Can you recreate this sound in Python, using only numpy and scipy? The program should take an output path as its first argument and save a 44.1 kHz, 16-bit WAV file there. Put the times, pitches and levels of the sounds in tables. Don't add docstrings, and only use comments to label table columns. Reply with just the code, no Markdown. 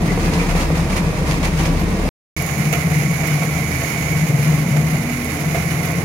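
import sys
import numpy as np
from scipy import signal
from scipy.fft import rfft, irfft, next_fast_len
from scipy.io import wavfile
from scipy.ndimage import uniform_filter1d

SR = 44100
rng = np.random.default_rng(int(sys.argv[2]) if len(sys.argv) > 2 else 0)


def to_wav(s):
    ch = np.atleast_2d(s).T
    pcm = np.round(np.clip(ch, -1, 1) * 32767)
    wavfile.write(sys.argv[1], SR, pcm.astype(np.int16))


N = 266364
T = np.arange(N) / SR
FFT_SIZE = next_fast_len(N + 8192)
HZ = np.maximum(np.arange(FFT_SIZE // 2 + 1) * SR / FFT_SIZE, 1)
FEED_END_S, BIN_START_S = 2.09, 2.365
MIC_SPACING_M, SOUND_M_PER_S = 0.11, 343

# pitch in Hz, nominal width in Hz, relative level in dB.
HOUSING_RESONANCES = [(69.1, 8.8, -27.5), (83, 14, -31.5), (112, 22, -33), (141.7, 19, -28.5),
                      (162.4, 8.3, -28), (175.3, 7, -30.5), (185.6, 30, -29.5), (210, 75, -30.5),
                      (275, 28, -33.5), (321, 45, -32), (444, 63, -36.5)]
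# middle and length in seconds, pitch in Hz, level in dB.
HARD_BITES = [(0.042, 0.059, 166.4, -14), (0.086, 0.028, 160.4, -13.5), (0.285, 0.073, 165.6, -15.5),
              (0.38, 0.088, 168.6, -15.5), (0.73, 0.076, 158.2, -14.5), (0.8, 0.078, 163, -15.5),
              (1.076, 0.047, 161.4, -14.5), (1.301, 0.051, 152.7, -15), (1.339, .043, 162, -17),
              (1.545, 0.071, 162.2, -16), (1.634, 0.04, 163.3, -16), (1.693, .076, 163, -15),
              (2.604, 0.037, 157, -14), (2.678, 0.084, 151, -15), (2.869, 0.074, 164.6, -14),
              (2.925, 0.063, 153.5, -13), (2.975, 0.046, 150, -10.5), (3.011, 0.038, 146, -16),
              (3.061, 0.046, 156.2, -14.5), (3.115, 0.064, 159.2, -15), (3.338, 0.15, 148.6, -15.5),
              (4.164, 0.044, 151, -14.5), (4.237, 0.081, 160.2, -14), (4.299, 0.038, 147, -12.5),
              (4.347, 0.048, 151, -9.5), (4.401, 0.036, 138.4, -12.5), (4.432, .038, 147.9, -14),
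              (4.491, 0.086, 158.5, -11), (4.542, 0.064, 146.2, -12.5), (4.669, 0.041, 151.9, -16),
              (4.721, 0.053, 143, -14), (4.795, 0.11, 151.5, -11.5), (4.863, 0.095, 156, -14),
              (4.934, .066, 159.3, -14.5), (5.474, 0.067, 156, -16.5), (5.986, 0.042, 155.7, -14.5)]
# start and length in seconds, snapping level in dB.
WIRE_TEARS = [(0.052, 0.06, -38), (0.188, 0.05, -37), (0.239, 0.045, -37), (0.306, 0.06, -37.5),
              (0.378, 0.083, -37), (0.482, 0.016, -34.5), (0.547, 0.084, -34), (0.743, 0.055, -36),
              (0.893, 0.05, -35), (0.955, 0.015, -30.5), (1.259, 0.072, -35.5), (1.427, 0.037, -32.5),
              (1.564, 0.093, -35.5), (1.776, 0.018, -42.5)]
# frequency in Hz, relative gain in dB.
FEED_WIRE_EQ = [(60, -8.5), (350, -1.5), (550, -1), (750, -4.5), (1150, -6), (1500, -10.5), (1900, -11.5),
                (2400, -12.5), (3200, -17.5), (5000, -17.5), (7500, -27), (9000, -22.5), (11000, -32),
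                (15500, -35)]
# start in seconds, level in dB.
KNIFE_KNOCKS = [(.017, -30), (0.176, -19.5), (.415, -20), (0.55, -21.5), (0.703, -24), (.743, -25),
                (.889, -26), (1.008, -30), (1.092, -29.5), (1.193, -25), (1.339, -23)]
# start in seconds, level in dB.
LUMP_HITS = [(.254, -33), (.335, -28.5), (0.4902, -35), (.606, -30.5), (1.268, -35), (1.31, -24.5),
             (1.428, -31.5), (1.447, -28.5), (1.588, -31.5), (1.655, -28)]
# start and length in seconds, pitch in Hz, level in dB.
BLADE_SQUEALS = [(0.08, 0.026, 2020, -32.5), (0.23, 0.056, 2490, -43), (0.392, .012, 2350, -33),
                 (.487, .014, 2170, -40), (.56, .055, 2200, -44.5), (1.79, 0.011, 13170, -48.5)]
# pitch in Hz, nominal width in Hz, relative level in dB.
CHAMBER_RESONANCES = [(1082, 8.1, -49), (1864, 48, -45), (2106, 8.4, -48.5)]

# time in seconds, drone level in dB.
DRONE_LEVELS = [(2.38, -24.5), (2.64, -24), (2.79, -21.5), (2.95, -20), (3.2, -23), (3.34, -19),
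                (3.57, -21.5), (3.72, -26.5), (4.03, -22.5), (4.2, -20.5), (4.34, -22.5), (4.52, -17.5),
                (4.62, -20.5), (4.81, -15), (4.95, -19), (5.24, -33.5), (5.48, -22.5), (6.04, -20)]
# pitch in Hz, relative level in dB.
STRONG_WALL_MODES = [(129.4, -6.5), (150.7, -1), (166.6, -5), (174.5, -16.5)]
# pitch in Hz, nominal width in Hz, relative level in dB.
WEAK_WALL_MODES = [(83, 1.5, -22), (102.4, 3.9, -17), (131, 13, -11), (153, 82, -15), (173.6, 12, -16),
                   (209.9, 9.5, -15)]
# frequency in Hz, relative gain in dB.
BIN_WIRE_EQ = [(60, -36), (350, 5.5), (550, 2), (720, 4), (900, -3), (1060, -3), (1500, -8), (2100, -8.5),
               (2500, -14), (3200, -17), (4400, -15.5), (5400, -17.5), (7800, -27.5), (9100, -20.5),
               (11000, -24.5), (15500, -32)]
# time in seconds, patter level in dB.
PATTER_LEVELS = [(2.37, -38.5), (2.7, -37.5), (3.0, -38), (3.27, -38), (4.2, -38), (4.37, -39), (4.88, -39),
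                 (5.1, -38.5), (5.42, -38.5), (5.66, -38.5), (6.04, -38.5)]
# start in seconds, then hollow thud, bright clang and plate ring in dB.
SCRAP_DROPS = [(2.489, -38, -36.5, -40), (2.728, -25, -28, -28), (2.908, -30, -34.5, -44),
               (3.02, -33, -46, -40), (3.234, -28.5, -36, -49), (3.42, -29, -36, -32),
               (3.819, -32, -34.5, -37), (4.024, -34, -36, -34), (4.463, -30, -45, -32),
               (4.765, -30, -34, -38), (5.547, -27.5, -32.5, -23), (5.578, -31.5, -40, -33),
               (5.849, -35, -36.5, -48)]
# pitch in Hz, nominal width in Hz, relative level in dB.
FLOOR_RESONANCES = [(465, 120, -4.5), (690, 130, -3), (1260, 590, -8)]
# start in seconds, level in dB.
COPPER_TICKS = [(2.4238, -33), (2.4632, -36), (2.726, -32), (2.7555, -38), (2.9376, -43), (3.1117, -36),
                (3.2728, -33), (3.4524, -37), (3.9024, -38), (5.2459, -35), (5.3501, -38), (5.4075, -37),
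                (5.857, -35), (5.9177, -41)]
# time in seconds, level in dB.
WHINE_LEVELS = [(2.37, -49.5), (2.9, -53.5), (3.3, -47), (3.65, -50), (3.95, -45), (4.2, -47.5), (4.5, -61),
                (6.04, -63)]
# pitch in Hz, nominal width in Hz, relative level in dB.
SCRAPE_RESONANCES = [(2085, 60, -64), (2240, 340, -62), (2277, 110, -56), (2345, 59, -63)]
# pitch in Hz, nominal width in Hz, relative level in dB.
FRAME_RESONANCES = [(45.6, 7.4, -44.5), (78.6, 12, -36), (240, 19, -39.5), (286.7, 22, -39),
                    (321.7, 38, -40.5), (459, 40, -44)]

# pitch in Hz, nominal width in Hz, ring level in dB at the feed, then at the bin.
DUCT_RESONANCES = [(2286, 498, 6.5, 15.5), (2930, 210, 3, 8), (6755, 1360, 8.5, 15), (10900, 580, 14, 17),
                   (12300, 1940, 7, 14), (15480, 2000, 0.5, 13.5)]
# frequency in Hz, right over left in dB.
STEREO_LEAN = [(60, -2.5), (170, -1.96), (500, 3), (1200, 2), (3500, -1.5), (9000, 0)]


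def rotor(throb, throb_db=-26, shudder_db=-32.5):
    return undb(throb_db) * throb + undb(shudder_db) * tone(44.5, waver=0.0089)


def housing(gain_db=-19, steady_s=0.11):
    steel = diffuse(1, resonances(HOUSING_RESONANCES))
    slow_rms = np.sqrt(uniform_filter1d(steel.mean(0) ** 2, int(steady_s * SR)))
    rumble = undb(gain_db + wander(12)) * steel / slow_rms
    boom = shape(rumble, resonance(159, 70) ** 2)
    return rumble - boom + chugging(boom)


def chugging(droning, reach=1.28):
    middles, _, hz, _ = np.transpose(HARD_BITES)
    force = np.max([undb(db) * bump(middle, length) for middle, length, _, db in HARD_BITES], axis=0)
    duck = np.max([bump(middle, length * reach) for middle, length, _, _ in HARD_BITES], axis=0)
    return droning * (1 - duck) + force * tone(np.interp(T, middles, hz), waver=0.002)


def cutting(throb, grinding_db=-33, snapping_db=-37.5):
    tearing = np.sqrt(sum((undb(db) * swell(start, length, attack=0.01, release=0.053)) ** 2
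                          for start, length, db in WIRE_TEARS))
    grind = np.hypot(undb(grinding_db), undb(-2.5) * tearing)
    crunch = np.hypot(undb(snapping_db), tearing)
    bite = undb(0.46 * throb)
    dull, bright = wire_bands(FEED_WIRE_EQ, split_hz=780)
    grinding = diffuse(grind * bite * grains(rate=490, spread_db=-1.5, t60=0.048), dull)
    snapping = diffuse(crunch * grains(rate=1800, spread_db=0.3, t60=0.09), bright)
    crisp = unit(resonance(11000, 9000) * above(6000, order=2))
    crackle = diffuse(undb(-21) * crunch * grains(rate=240, spread_db=2.5, t60=0.008), crisp)
    strands = undb(-4) * crunch * pings(count=1100, low_hz=1493, high_hz=7500, cycles=16, spread_db=2.5)
    return grinding + snapping + crackle + strands


def knocks():
    starts, levels_db = np.transpose(KNIFE_KNOCKS)
    dull = unit(resonance(360, 360) * above(230) * resonance(630, 1500))
    block = struck(starts, levels_db, hz=468, t60=0.087)
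    return diffuse(blows(starts, levels_db, t60=0.019), dull) + block


def clatter():
    cracks = grains(rate=520, spread_db=1.5, t60=0.017)
    bright = unit(colour(FEED_WIRE_EQ) * above(1200, order=2) * resonance(4100, 9000))
    return diffuse(cracks * blows(*np.transpose(LUMP_HITS), t60=0.12), bright)


def squeals():
    return sum(diffuse(undb(db) * swell(start, length, attack=0.0055, release=0.047),
                       unit(resonance(hz, 0.14 * hz) ** 2))
               for start, length, hz, db in BLADE_SQUEALS)


def bin_walls(drone, load):
    singing = sum(undb(db) * tone(hz, waver=0.0088, sway_db=2.5) for hz, db in STRONG_WALL_MODES)
    jolts = undb(0.51 * wander(32))
    strong = chugging(jolts * drone * singing / singing.std())
    weak = diffuse(undb(-21.5) * load ** 0.42, resonances(WEAK_WALL_MODES))
    return strong + weak


def chopped_wire(load, grinding_db=-34.5, clump_db=1.08):
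    dull, bright = wire_bands(BIN_WIRE_EQ, split_hz=1420)
    grind = undb(grinding_db) * load ** 0.15
    grinding = diffuse(grind * grains(rate=660, spread_db=-1, t60=0.1), dull)
    stream = fader(PATTER_LEVELS) * undb(clump_db * wander(21))
    patter = diffuse(stream * grains(rate=4000, spread_db=3.5, t60=0.089), bright)
    bunches = undb(-4.5 + 3.5 * np.tanh(wander(16)))
    near_bits = pings(count=900, low_hz=4000, high_hz=13500, cycles=18, spread_db=3.5)
    return grinding + patter + bunches * stream * near_bits


def scraps():
    starts, thud_db, clang_db, ring_db = np.transpose(SCRAP_DROPS)
    thuds = diffuse(blows(starts, thud_db, t60=0.21), resonances(FLOOR_RESONANCES))
    plate = struck(starts, ring_db, hz=685, t60=0.1)
    rattle = grains(rate=450, spread_db=1, t60=0.025)
    metallic = unit(resonance(1700, 940) * above(900, order=2))
    clangs = diffuse(rattle * blows(starts, clang_db, t60=0.16), metallic)
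    return thuds + plate + clangs


def ticks():
    crisp = unit(resonance(10000, 7500) ** 2 * above(5500, order=2))
    return diffuse(blows(*np.transpose(COPPER_TICKS), t60=0.015), crisp)


def drive(whine_hz=2235):
    strength = fader(WHINE_LEVELS)
    whine = tone(whine_hz, waver=0.001078, sway_db=-0.9)
    octave = undb(-11) * tone(2 * whine_hz, waver=0.00097)
    rubbing = (strength / strength.mean()) ** 0.51
    scrape = diffuse(undb(2 * wander(45)) * rubbing, resonances(SCRAPE_RESONANCES))
    spurts = undb(-56 + 4.1 * np.tanh(1.3 * wander(30)))
    rasp = diffuse(spurts * rubbing, unit(resonance(6670, 800) ** 2))
    return strength * (whine + octave) + scrape + rasp


def panel(rest_db=-47, swell_db=-29):
    shaken = undb(rest_db) + undb(swell_db) * swell(start=4.72, length=0.45, attack=0.32, release=0.27)
    return shaken * (tone(243, waver=0.00606) + undb(-7) * tone(212, waver=0.0283))


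def frame():
    return diffuse(0.9, resonances(FRAME_RESONANCES))


def chamber():
    return diffuse(0.71, resonances(CHAMBER_RESONANCES))


def microphones(sound, duct_db):
    ring_power = sum((undb(db) * resonance(hz, width) ** 1.255) ** 2
                     for (hz, width, *_), db in zip(DUCT_RESONANCES, duct_db))
    lean = np.sqrt(colour(STEREO_LEAN))
    return np.array([shape(sound[0], 1 / lean), shape(sound[1], lean * np.sqrt(1 + ring_power))])


def wire_bands(eq, split_hz, ripple_hz=22.15):
    knots = np.arange(0, SR / 2, ripple_hz)
    uneven = np.interp(HZ, knots, rng.standard_normal(4096)[:len(knots)])
    depth_db = 1.5 * above(515, order=2) * (2 - 1.1 * above(5000, order=1))
    ripple = unit(undb(depth_db * uneven))
    gain, highs = colour(eq), above(split_hz, order=3)
    dull = unit(gain * np.sqrt(1 - highs ** 2) * above(300, order=2), (HZ > 300) & (HZ < 1200))
    bright = unit(gain * highs, (HZ > 1500) & (HZ < 12000))
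    return ripple * dull, ripple * bright


def pings(count, low_hz, high_hz, cycles, spread_db):
    t = np.arange(512) / SR
    out = np.zeros((2, N + len(t)))
    for when, pitch, size, side in rng.random((count, 4)):
        hz, start = low_hz * (high_hz / low_hz) ** pitch, int(when * N)
        delays = np.array([[side], [1 - side]]) * MIC_SPACING_M / SOUND_M_PER_S
        turns = hz * np.maximum(t - delays, 0)
        gain = undb(-spread_db * np.log(max(size, 0.03)))
        decay = np.exp(-np.log(1000) * turns / cycles)
        out[:, start:start + len(t)] += gain * np.sin(2 * np.pi * turns) * decay
    return out[:, :N]


def struck(times, levels_db, hz, t60):
    force = np.zeros(N)
    force[(times * SR).astype(int)] = undb(levels_db)
    pole = np.exp((2j * np.pi * hz - np.log(1000) / t60) / SR)
    return np.sqrt(2) * signal.lfilter([1], [1, -pole], force).imag


def tone(hz, waver, sway_db=0):
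    phase = 2 * np.pi * np.cumsum(hz * (1 + waver * wander(20))) / SR
    return np.sqrt(2) * np.sin(phase) * undb(sway_db * wander(8.2))


def diffuse(envelope, gain):
    likeness = np.sinc(2 * HZ * MIC_SPACING_M / SOUND_M_PER_S) * np.exp(-(HZ / 2000) ** 2)
    noise = envelope * rng.standard_normal((2, N))
    mid, side = shape(noise, gain * np.sqrt([1 + likeness, 1 - likeness]))
    return np.array([mid + side, mid - side])


def grains(rate, spread_db, t60):
    sizes = undb(spread_db * np.minimum(rng.exponential(size=N), 4))
    power = fade((rng.random(N) < rate / SR) * sizes ** 2, t60)
    return np.sqrt(power / power.mean())


def blows(times, levels_db, t60):
    power = np.zeros(N)
    power[(times * SR).astype(int)] = undb(levels_db) ** 2
    return np.sqrt(fade(power, t60))


def fade(power, t60):
    feedback = undb(-120 / (t60 * SR))
    return signal.lfilter([1], [1, -feedback], power)


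def swell(start, length, attack, release):
    return np.clip(np.minimum((T - start) / attack, 1 - (T - start - length) / release), 0, 1)


def bump(middle, length):
    return np.cos(np.pi * np.clip((T - middle) / length, -0.5, 0.5)) ** 2


def wander(rate):
    return np.interp(T * rate, np.arange(512), rng.standard_normal(512))


def fader(points):
    return undb(np.interp(T, *np.transpose(points)))


def colour(points):
    hz, db = np.transpose(points)
    return undb(np.interp(np.log(HZ), np.log(hz), db))


def resonances(modes):
    return np.sqrt(sum((undb(db) * unit(resonance(hz, width) ** 2)) ** 2 for hz, width, db in modes))


def resonance(hz, width):
    return 1 / np.sqrt(1 + ((HZ / hz - hz / HZ) * hz / width) ** 2)


def above(hz, order=4):
    return 1 / np.sqrt(1 + (hz / HZ) ** (2 * order))


def shape(sound, gain):
    return irfft(rfft(sound, FFT_SIZE) * gain, FFT_SIZE)[..., :N]


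def unit(gain, band=1):
    return gain / np.sqrt(np.mean((gain * band) ** 2))


def undb(db):
    return 10 ** (np.asarray(db) / 20)


def scene():
    throb = tone(hz=37.1, waver=0.009, sway_db=3)
    at_feed = rotor(throb) + housing() + cutting(throb) + knocks() + clatter() + squeals() + chamber()
    drone = fader(DRONE_LEVELS)
    load = drone / drone[T > BIN_START_S].mean()
    at_bin = bin_walls(drone, load) + chopped_wire(load) + scraps() + ticks()
    at_bin += drive() + panel() + frame()
    _, _, feed_duct_db, bin_duct_db = np.transpose(DUCT_RESONANCES)
    return (microphones(at_feed, feed_duct_db) * (T < FEED_END_S)
            + microphones(at_bin, bin_duct_db) * (T >= BIN_START_S))


def record(dry):
    return signal.sosfilt(signal.ellip(10, 0.2, 80, 15800, fs=SR, output="sos"), dry)


dry = scene()
out = record(dry)
to_wav(out)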